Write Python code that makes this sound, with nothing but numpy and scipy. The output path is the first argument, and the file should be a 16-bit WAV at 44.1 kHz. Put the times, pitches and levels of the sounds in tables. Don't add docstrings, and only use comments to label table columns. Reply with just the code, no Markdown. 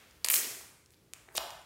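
import sys
import numpy as np
from scipy import signal
from scipy.fft import rfft, irfft, next_fast_len
from scipy.io import wavfile
from scipy.ndimage import map_coordinates

SR = 44100
rng = np.random.default_rng(int(sys.argv[2]) if len(sys.argv) > 2 else 0)


def master_out(mix):
    frames = np.transpose(np.atleast_2d(mix))
    ceiling = np.clip(frames, -1, 1)
    pcm = np.round(ceiling * 32767).astype(np.int16)
    wavfile.write(sys.argv[1], SR, pcm)


def decibels_to_gain(level_db):
    exponent = np.asarray(level_db, float) / 20
    return 10 ** exponent


N = 72765


def along(points, hz):
    f, value = np.transpose(points)
    return np.interp(np.log(hz + 1), np.log(f + 1), value)


def unit(x):
    return x / np.sqrt(np.mean(x ** 2) + 1e-20)


def coloured(x, points):
    size = next_fast_len(len(x) + SR // 4)
    gain = decibels_to_gain(along(points, np.fft.rfftfreq(size, 1 / SR)))
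    return irfft(rfft(x, size) * gain, size)[:len(x)]


def blips(s, db, hz, cycles, size):
    s, db, hz, cycles = (np.asarray(v, float)[:, None] for v in (s, db, hz, cycles))
    at = np.floor(s * SR).astype(int) + np.arange(size)
    turns = np.maximum(at / SR - s, 0) * hz
    decay = np.exp(-2 * turns / np.maximum(cycles, .5))
    onset = (1 - np.exp(-6 * turns)) ** 2
    flow = decibels_to_gain(db) * 2.2 * np.sin(2 * np.pi * turns) * decay * onset
    wave = np.diff(flow, axis=1, prepend=0) / (2 * np.sin(np.pi * hz / SR))
    return np.bincount(at.ravel(), wave.ravel(), N + SR)[:N]


def pops():
    # [t/s, snap peak level/dB, snap f/Hz, hollow peak level/dB]
    bubbles = [(0.1107, -44, 5500, -65), (0.2475, -11, 7950, -19.5), (0.2516, -19, 9900, -27.5),
               (0.262, -20, 10200, -26), (0.272, -23, 11100, -35), (0.286, -10, 7360, -17.5),
               (0.2898, -25, 9900, -28), (0.3009, -7, 12300, -16), (0.3029, -10, 12200, -44),
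               (0.308, -22, 12500, -17), (0.3144, -12, 13000, -39.5), (0.3226, -22, 8100, -32),
               (0.3357, -15.5, 7750, -29.5), (0.34, -23, 8000, -13), (0.3412, -16, 4000, -54),
               (0.3448, -12, 12000, -31.5), (0.3578, -12.5, 7400, -21), (0.364, -16.5, 7700, -38),
               (0.365, -19.5, 4000, -47), (0.8607, -44, 5700, -61), (0.906, -47, 7200, -56),
               (0.9373, -52.5, 4530, -54.5), (0.9437, -50, 4200, -66), (1.1355, -24, 7000, -31.5),
               (1.288, -42.5, 1690, -50.5), (1.3255, -49, 9500, -64), (1.345, -45, 13000, -56),
               (1.3529, -26.5, 13000, -41), (1.363, -34, 8500, -50), (1.366, -19.5, 8300, -31),
               (1.3718, -19, 11000, -35), (1.3744, -27, 12600, -42), (1.3772, -18.5, 7240, -21.5),
               (1.3796, -13, 3930, -25), (1.5057, -32.5, 6050, -37), (1.6172, -47.5, 8000, -53)]
    s, db, hz, hollow_db = np.transpose(bubbles)

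    snap_s, least_cycles = 0.00024, 1.5
    snaps = blips(s, db, hz, np.maximum(hz * snap_s, least_cycles), size=128)

    hollow_hz, hollow_cycles = 2200, 1.1
    hollows = blips(s, hollow_db, hollow_hz + 0 * s, hollow_cycles + 0 * s, size=256)

    spit_db, fine_db_per_octave, spit_s = -14, 9, .0008
    lateness, detune, ringing = rng.random((3, len(s), 12))
    droplet_s = s[:, None] + spit_s * (.5 + 2 * lateness)
    fine_db = fine_db_per_octave * np.log2(hz / 6000).clip(0)
    droplet_db = (db + spit_db + fine_db)[:, None] - 10 * lateness
    droplet_hz = np.minimum(hz[:, None] * 2 ** (1.2 * detune - .6), SR / 2.8)
    droplets = (droplet_s, droplet_db, droplet_hz, 1 + ringing)
    spit = blips(*(v.ravel() for v in droplets), size=128)
    return snaps - hollows + spit


def plops():
    # [t/s, peak level/dB, f/Hz, decay/cycles]
    pockets = [(0.245, -18.5, 4620, 5.5), (0.2485, -26.5, 624, 0.54), (0.61, -43, 910, 0.94),
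               (1.1363, -44.5, 770, 0.74), (1.2845, -51.5, 790, 2.3), (1.2865, -55.5, 380, 2.9),
               (1.38, -23, 1020, 1.24), (1.381, -22.5, 487, 0.62), (1.384, -59, 55, 3.4)]
    return blips(*np.transpose(pockets), size=6000)


def bubbling(level, per_s, pitch, octaves, cycles, count, size):
    gap, strength, ringing = rng.random((3, count))
    s = np.cumsum(-np.log(gap + 1e-9)) / per_s
    s = np.minimum(s, N / SR)
    hz = np.interp(s, *np.transpose(pitch)) * 2 ** (octaves * rng.standard_normal(count))
    hz = np.clip(hz, 230, SR / 2.7)
    db = -2 * np.log(strength + 1e-2)
    grains = blips(s, db, hz, cycles * (.5 + ringing), size)
    return unit(grains) * decibels_to_gain(np.interp(np.arange(N) / SR, *np.transpose(level)))


def swarm():
    # [t/s, level/dB]
    crackle = [(.244, -71.5), (.25, -71), (.295, -81), (.305, -33), (.314, -26.5), (.345, -23.5),
               (0.377, -29), (.42, -41), (.52, -48), (.62, -55), (.905, -101), (.92, -65.5), (0.946, -71),
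               (0.956, -86), (1.31, -77), (1.347, -59.5), (1.356, -44.5), (1.38, -41), (1.395, -72),
               (1.45, -101)]
    # [t/s, f/Hz]
    fineness_curve = [(.36, 12970), (0.431, 6100), (.9, 12000), (1.345, 12000), (1.355, 5500)]
    return bubbling(crackle, 8000, fineness_curve, octaves=.45, cycles=3, count=14000, size=96)


def sucking():
    # [t/s, level/dB]
    gulps = [(.24, -83), (.27, -63), (.36, -57), (.515, -59.5), (.55, -71), (.7, -93), (1.345, -74),
             (1.352, -45), (1.375, -45), (1.385, -41.5), (1.41, -59), (1.45, -90)]
    # [t/s, f/Hz]
    gulp_pitch = [(1.0, 402), (1.3, 950)]
    return bubbling(gulps, 500, gulp_pitch, octaves=.45, cycles=2, count=900, size=1500)


def room(x):
    # [delay/s, level/dB]
    echoes = [(.00075, -26), (.00165, -16.5), (.008, -18.5)]
    # [f/Hz, T60/s]
    reverb_time = [(360, 0.59), (1400, 0.91), (3700, 0.72), (9700, 0.72), (15000, 0.47)]
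    # [f/Hz, gain/dB]
    tail_colour = [(150, -10.5), (360, 1.5), (1000, 4.5), (3200, -4.5), (6000, -8), (10000, -8.5),
                   (16000, -1)]
    tail_db, gap_s, rise_s = -2, .0025, .007

    hz, t, bands = signal.stft(rng.standard_normal(N), SR, nperseg=256)
    fall = decibels_to_gain(-60 * t / along(reverb_time, hz)[:, None])
    tail = signal.istft(bands * fall, SR, nperseg=256)[1][:N]
    t = np.arange(N) / SR
    tail = tail * (1 - np.exp(-np.maximum(t - gap_s, 0) / rise_s))
    answer = coloured(decibels_to_gain(tail_db) * tail / np.linalg.norm(tail), tail_colour)
    for delay, db in echoes:
        answer[round(delay * SR)] += decibels_to_gain(db)
    return signal.fftconvolve(x, answer)[:N]


def earlier_squeeze():
    # [f/Hz, relative level per Hz/dB]
    old_colour = [(120, -33.5), (200, -12), (933, -14.5), (2170, -12), (16000, -30.5)]
    start_db, t60_s = -59, 1.45
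    t = np.arange(N) / SR
    return unit(coloured(rng.standard_normal(N), old_colour)) * decibels_to_gain(start_db - 60 * t / t60_s)


def room_air():
    # [f/Hz, relative level per Hz/dB]
    air_colour = [(25, -19), (55, -1), (110, -1.5), (250, -11), (400, -8.5), (700, -21.5), (3700, -24.5),
                  (15000, -31.5)]
    air_db, waver_db = -66, .8
    t = np.arange(N) / SR
    waver = map_coordinates(rng.standard_normal(24), [t * 12])
    return unit(coloured(rng.standard_normal(N), air_colour)) * decibels_to_gain(air_db + waver_db * waver)


def scene():
    slime = pops() + plops() + swarm() + sucking()
    return (slime + room(slime) + earlier_squeeze() + room_air())[None]


def low_pass(x):
    return signal.sosfilt(signal.butter(12, 16970, fs=SR, output="sos"), x)


def record(dry):
    low_cut = signal.butter(2, 40, "high", fs=SR, output="sos")
    top_cut = signal.cheby2(10, 40, 16450, fs=SR, output="sos")
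    mix = signal.sosfilt(np.vstack([low_cut, top_cut]), dry)
    return low_pass(mix)


dry = scene()
out = record(dry)
master_out(out)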